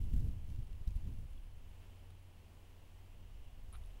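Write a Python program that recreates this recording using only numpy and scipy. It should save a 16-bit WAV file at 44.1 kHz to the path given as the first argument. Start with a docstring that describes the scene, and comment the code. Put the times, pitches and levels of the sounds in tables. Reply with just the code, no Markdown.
"""A garden at night, heard by a small wildlife camera. A breeze buffets the microphone with rumble,
eddies and single puffs, sets dry leaves crackling and dies down, returning softly near the end.
Under it lie the two low notes of a distant engine, a steady hiss and the camera's thin whine.
Hedgehogs shift in the dry litter: stems give a few faint ticks and knocks, and near the end
a foot makes one short scuff, a cluster of grainy cracks."""
import sys
import numpy as np
from scipy import signal
from scipy.fft import rfft, irfft
from scipy.io import wavfile
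from scipy.ndimage import uniform_filter1d

SR = 44100
rng = np.random.default_rng(int(sys.argv[2]) if len(sys.argv) > 2 else 0)


def log_audio(samples):
    """Write samples as a 16-bit WAV file to the path given in sys.argv[1]."""
    # one column per channel
    frames = np.atleast_2d(samples).T
    # limit to full scale, then quantise
    limited = np.clip(frames, -1, 1)
    pcm = np.round(limited * 32767).astype(np.int16)
    wavfile.write(sys.argv[1], SR, pcm)


N = 176400

# breeze rumble envelope, before RUMBLE_GAIN_DB (time [s], level [dB])
RUMBLE_ENVELOPE = [(0, -37), (.09, -40), (.2, -38.5), (.3, -46.5), (.42, -47.5), (.52, -40), (.62, -50),
                   (.75, -45), (.84, -52), (.92, -41.5), (1.0, -45.5), (1.1, -46), (1.19, -46),
                   (1.27, -53.5), (1.35, -46.5), (1.44, -51), (1.7, -54.5), (2.1, -60.5), (2.9, -60.5),
                   (3.42, -52), (3.56, -55.5), (3.65, -49.5), (3.72, -52.5), (3.8, -48), (4, -54.5)]
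# fine turbulence envelope, before EDDY_GAIN_DB (time [s], level [dB])
EDDY_ENVELOPE = [(0, -46), (.09, -57), (.14, -45.5), (.33, -49), (.41, -57), (.49, -58.5), (.54, -58.5),
                 (.6, -53.5), (.67, -62), (.85, -70), (.89, -49), (.93, -68), (.97, -56.5), (1.03, -61.5),
                 (1.09, -52), (1.14, -53), (1.165, -62), (1.2, -57.5), (1.25, -56), (1.3, -76),
                 (1.55, -66.5), (1.7, -75.5), (3.1, -77.5), (3.17, -65), (3.27, -75), (3.6, -70.5),
                 (3.77, -67), (4, -81)]
# tone of the slow rumble (frequency [Hz], relative level [dB])
RUMBLE_SPECTRUM = [(8, -0.5), (16, 0), (30, 2), (55, -6.5), (85, -11.5), (115, -27.5), (200, -42.5),
                   (400, -71.5)]
# tone of the turbulence (frequency [Hz], relative level [dB])
EDDY_SPECTRUM = [(40, -14.5), (75, 0.5), (105, -1.5), (160, -11.5), (250, -20.5), (400, -31.5), (700, -48),
                 (1500, -63)]
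# puffs that thump the mic (time [s], push level [dB], half width [s], direction [+1 press, -1 suck])
AIR_PUFFS = [(0.139, -28.5, 0.002, 1), (0.166, -25, 0.0034, -1), (0.288, -27.5, 0.0027, -1),
             (0.502, -32, 0.0024, -1), (0.591, -32, 0.0019, 1), (0.627, -36, 0.0031, 1),
             (0.816, -35, 0.003, -1), (0.878, -23, 0.0033, -1), (0.960, -29, 0.0034, -1),
             (0.967, -33, 0.0022, 1), (1.074, -29.5, 0.0034, 1), (1.188, -33.5, 0.0021, 1)]
# tone of the fizz riding on the air pressure (frequency [Hz], relative level [dB])
FIZZ_SPECTRUM = [(300, -9), (1500, 1), (3000, 3), (6000, -1.5), (10000, -1.5), (16000, -2)]
# envelope of dry leaves in the breeze (time [s], level [dB])
CRACKLE_ENVELOPE = [(0, -90), (.16, -81), (.36, -85), (.5, -78.5), (.75, -85), (.9, -88), (1.0, -85),
                    (1.08, -79), (1.22, -94), (1.6, -100)]
# tone of the leaf crackle (frequency [Hz], relative level [dB])
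CRACKLE_SPECTRUM = [(1200, -22), (2600, 4), (4000, -1), (8000, -9), (15000, -18)]
# distant engine envelope (time [s], level [dB])
ENGINE_ENVELOPE = [(0, -58), (1.5, -66.5), (2.1, -57.5), (2.8, -64.5), (3.1, -61), (3.4, -62), (4, -73)]
# the engine's notes (frequency [Hz], relative level [dB])
ENGINE_NOTES = [(89.8, -0.5), (52.1, -12.5)]
# tone of the garden and microphone hiss (frequency [Hz], relative level [dB])
HISS_SPECTRUM = [(20, 16.5), (55, 8), (120, 7), (200, 5.5), (320, 1.5), (550, -1), (950, -3.5), (1400, -10),
                 (2200, -9), (2700, -8), (3150, -9.5), (3700, -14), (5500, -18), (8000, -19), (10000, -21),
                 (12500, -20), (16000, -22.5)]
# envelope of the narrow, ringing band in the hiss (time [s], level [dB])
HISS_RING_ENVELOPE = [(0, -79), (.75, -85.5), (1.85, -80), (2.2, -83), (3.05, -83), (3.3, -80), (3.52, -79),
                      (3.65, -87), (4, -78)]
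# tones of the camera electronics (frequency [Hz], level [dB])
WHINE_TONES = [(13630, -99.5), (15623, -96.5)]
# envelope of the faintly stirring litter (time [s], level [dB])
STIR_ENVELOPE = [(0, -89.5), (1.35, -86.5), (1.7, -89), (3.55, -92), (3.68, -90), (3.88, -87), (4, -95)]
# ringing clicks: knocks on stems and hollow litter, and at 0.8747 s a click during the big puff (time [s], peak
# level [dB], frequency [Hz], rise [s])
RINGING_CLICKS = [(0.8747, -65, 3880, .0015), (1.376, -66, 3330, 0.0022), (2.1045, -72, 11000, .0013),
                  (3.7262, -60, 10200, .0008), (3.727, -62, 1250, .0028), (3.734, -65, 1290, .0025),
                  (3.7417, -56, 1250, 0.0016), (3.750, -53.5, 1250, 0.0015), (3.7536, -63, 1090, 0.0011),
                  (3.764, -60, 1280, .0012), (3.858, -66, 10000, .0008), (3.8616, -69, 10250, .0009)]
# short ticks, mostly of dry stems; at 0.8757 s a tick during the big puff (time [s], level [dB], centre [Hz],
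# bandwidth [Hz])
SHORT_TICKS = [(0.8757, -59.5, 4500, 2600), (0.888, -70, 5000, 4000), (0.907, -65, 4400, 5000),
               (1.378, -71, 3260, 700), (2.104, -74, 5000, 2000), (3.905, -67, 3180, 900)]
# leaves cracking underfoot (time [s], body level [dB], paper level [dB], crisp level [dB], decay [s])
LEAF_CRACKS = [(2.103, -72, -69, -75, 0.0056), (3.7255, -70, -76, -61, 0.009),
               (3.733, -67, -70, -64, 0.0096), (3.742, -68, -66.5, -75, 0.0055),
               (3.749, -63, -63.5, -76, 0.005), (3.7527, -69, -63.5, -69, 0.008),
               (3.764, -74, -72, -67, 0.0065), (3.799, -92, -80, -78, .004), (3.837, -77, -70, -72, 0.003),
               (3.851, -83, -74, -76, .003), (3.8575, -91, -81, -72, 0.0041)]

RUMBLE_GAIN_DB, EDDY_GAIN_DB = 3, 5
EDDY_FLUTTER_DB, EDDY_FLUTTER_HZ = 2.2, 28.03
REBOUND_SHARE, REBOUND_WIDTH = 0.19, 5.3  # a puff's backswing, relative to its push
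FIZZ_GAIN_DB, FIZZ_SMEAR_S, FIZZ_SMEAR_SHARE = -37.5, 0.03, 0.24
ENGINE_PITCH_DRIFT, WHINE_DRIFT_HZ, HISS_DB = 0.0066, 2.9, -65
CRACK_ATTACK_S, TICK_DECAY_S = 0.00063, 0.0019
FADE_IN_S, HIGH_CUT_HZ = .004, 15780


def undb(db):
    """Decibels to gain."""
    return 10 ** (np.asarray(db) / 20)


def unit(x):
    """Scale to rms 1."""
    return x / np.std(x)


def envelope(points):
    """Gain curve through (time [s], level [dB]) points."""
    times, db = np.array(points).T
    return undb(np.interp(np.arange(N) / SR, times, db))


def noise(spectrum):
    """Noise of rms 1, shaped by (frequency [Hz], relative level [dB]) points."""
    hz, db = np.array(spectrum).T
    bins_hz = np.maximum(np.fft.rfftfreq(N, 1 / SR), 1)
    eq = undb(np.interp(np.log(bins_hz), np.log(hz), db))
    return unit(irfft(rfft(rng.standard_normal(N)) * eq, N))


def drift(rate_hz):
    """Smooth random modulation with spread 1."""
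    hold = max(int(SR / rate_hz), 1)
    steps = np.repeat(rng.standard_normal(N // hold + 1), hold)
    return unit(uniform_filter1d(steps, hold)[:N])


def flutter(depth_db, rate_hz):
    """A gain that wavers at random around 1."""
    return undb(depth_db * drift(rate_hz))


def grains(depth_db=1.5, rate_hz=916):
    """White noise of rms 1, roughened by fast flutter."""
    return unit(flutter(depth_db, rate_hz) * rng.standard_normal(N))


def band(x, hz, width_hz, order=2):
    """A steep band-pass that keeps the level of white noise."""
    half = min(width_hz, 4 * hz) / 2
    low = np.hypot(hz, half) - half
    high = min(low + 2 * half, SR / 2 - 1)
    sos = signal.butter(order, [low, high], "bandpass", fs=SR, output="sos")
    noise_gain = np.linalg.norm(signal.sosfilt(sos, signal.unit_impulse(SR // 20)))
    return signal.sosfilt(sos, x + 1e-18) / noise_gain


def burst(start, decay):
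    """Envelope of a crack: sharp attack, exponential tail."""
    age = np.clip(np.arange(N) / SR - start, 0, 1)
    attack = np.minimum(age / CRACK_ATTACK_S, 1)
    return attack * np.exp(-np.maximum(age - CRACK_ATTACK_S, 0) / decay)


def turbulence(spectrum):
    """Churning air pressure, levelled over about a tenth of a second."""
    pressure = noise(spectrum)
    power = uniform_filter1d(uniform_filter1d(pressure ** 2, SR // 20), SR // 20)
    return pressure / np.sqrt(power)


def wind():
    """Rumble, eddies and puffs press on the microphone; a fine fizz rides the pressure."""
    rumble = undb(RUMBLE_GAIN_DB) * envelope(RUMBLE_ENVELOPE) * turbulence(RUMBLE_SPECTRUM)
    eddy_gain = undb(EDDY_GAIN_DB) * flutter(EDDY_FLUTTER_DB, EDDY_FLUTTER_HZ)
    eddies = eddy_gain * envelope(EDDY_ENVELOPE) * turbulence(EDDY_SPECTRUM)
    air = rumble + eddies + sum(puff(*row) for row in AIR_PUFFS)
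    smeared = uniform_filter1d(np.abs(air), int(FIZZ_SMEAR_S * SR))
    follower = (1 - FIZZ_SMEAR_SHARE) * np.abs(air) + FIZZ_SMEAR_SHARE * smeared
    return air + undb(FIZZ_GAIN_DB) * follower * noise(FIZZ_SPECTRUM)


def leaf_crackle():
    """Dry leaves crackle finely through the opening gusts."""
    texture = unit(flutter(depth_db=8, rate_hz=401) * noise(CRACKLE_SPECTRUM))
    return envelope(CRACKLE_ENVELOPE) * texture


def engine():
    """A far engine, of which only two low, wavering notes arrive."""
    clock = np.cumsum(1 + ENGINE_PITCH_DRIFT * drift(rate_hz=5.5)) / SR
    notes = sum(np.sqrt(2) * undb(db) * np.sin(2 * np.pi * hz * clock) for hz, db in ENGINE_NOTES)
    return notes * envelope(ENGINE_ENVELOPE) * flutter(depth_db=0.65, rate_hz=8.2)


def hiss():
    """A bed of garden and microphone hiss, with a faint ringing band that swells and sinks."""
    bed = undb(HISS_DB) * flutter(depth_db=0.67, rate_hz=2.97) * noise(HISS_SPECTRUM)
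    ringing = band(rng.standard_normal(N), hz=2890, width_hz=480)
    return bed + envelope(HISS_RING_ENVELOPE) * ringing


def camera_whine(hz, db):
    """One thin, unsteady tone from the camera's electronics."""
    cycles = np.cumsum(hz + WHINE_DRIFT_HZ * drift(rate_hz=24)) / SR
    return np.sqrt(2) * undb(db) * np.sin(2 * np.pi * cycles)


def litter_stir():
    """Shifting hedgehogs stir the litter into a faint, high rustle."""
    rustle = envelope(STIR_ENVELOPE) * grains(depth_db=3.5, rate_hz=115.8)
    return band(rustle, hz=10080, width_hz=2100, order=3)


def puff(centre, db, half_width, direction):
    """A puff of air thumps the microphone: a quick push, then a broad, shallow backswing."""
    offset = (np.arange(N) / SR - centre) / half_width
    push = 1 / (1 + offset ** 2 / 2) ** 2
    rebound = 1 / (1 + (offset / REBOUND_WIDTH - 1) ** 2 / 2) ** 2
    return direction * undb(db) * (push - REBOUND_SHARE * rebound)


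def ringing_click(start, db, hz, rise):
    """A brief, damped ringing note: a knocked stem or hollow litter, or a click during a puff."""
    age = np.clip(np.arange(N) / SR - start, 0, .1)
    swell = (age / rise * np.exp(1 - age / rise)) ** 2
    return undb(db) * swell * np.sin(2 * np.pi * hz * age)


def short_ticks():
    """Short ticks, each a tiny burst of grains in its own band: dry stems, and one tick during the big puff."""
    snap = grains()
    return sum(undb(db) * band(burst(start, TICK_DECAY_S) * snap, hz, width_hz)
               for start, db, hz, width_hz in SHORT_TICKS)


def foot_scuff():
    """Leaves crack under a hedgehog's foot: body from the soil, papery mids and a crisp top."""
    power = sum((undb(levels)[:, None] * burst(start, decay)) ** 2
                for start, *levels, decay in LEAF_CRACKS)
    body, paper, crisp = np.sqrt(power)
    return (band(body * grains(), hz=805, width_hz=750)
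            + band(paper * grains(), hz=2800, width_hz=2200, order=4)
            + band(crisp * grains(), hz=10080, width_hz=2100, order=3))


def scene():
    """Breeze, background and hedgehogs, mixed to mono at one microphone."""
    breeze = wind() + leaf_crackle()
    background = engine() + hiss() + sum(camera_whine(*row) for row in WHINE_TONES)
    knocks = sum(ringing_click(*row) for row in RINGING_CLICKS)
    hedgehogs = litter_stir() + knocks + short_ticks() + foot_scuff()
    return (breeze + background + hedgehogs)[None]


def record(dry):
    """The camera fades in quickly and cuts the extreme top."""
    fade_in = np.minimum(np.arange(N) / SR / FADE_IN_S, 1)
    high_cut = signal.ellip(12, .1, 70, HIGH_CUT_HZ, fs=SR, output="sos")
    return signal.sosfilt(high_cut, dry * fade_in)


dry = scene()
out = record(dry)
log_audio(out)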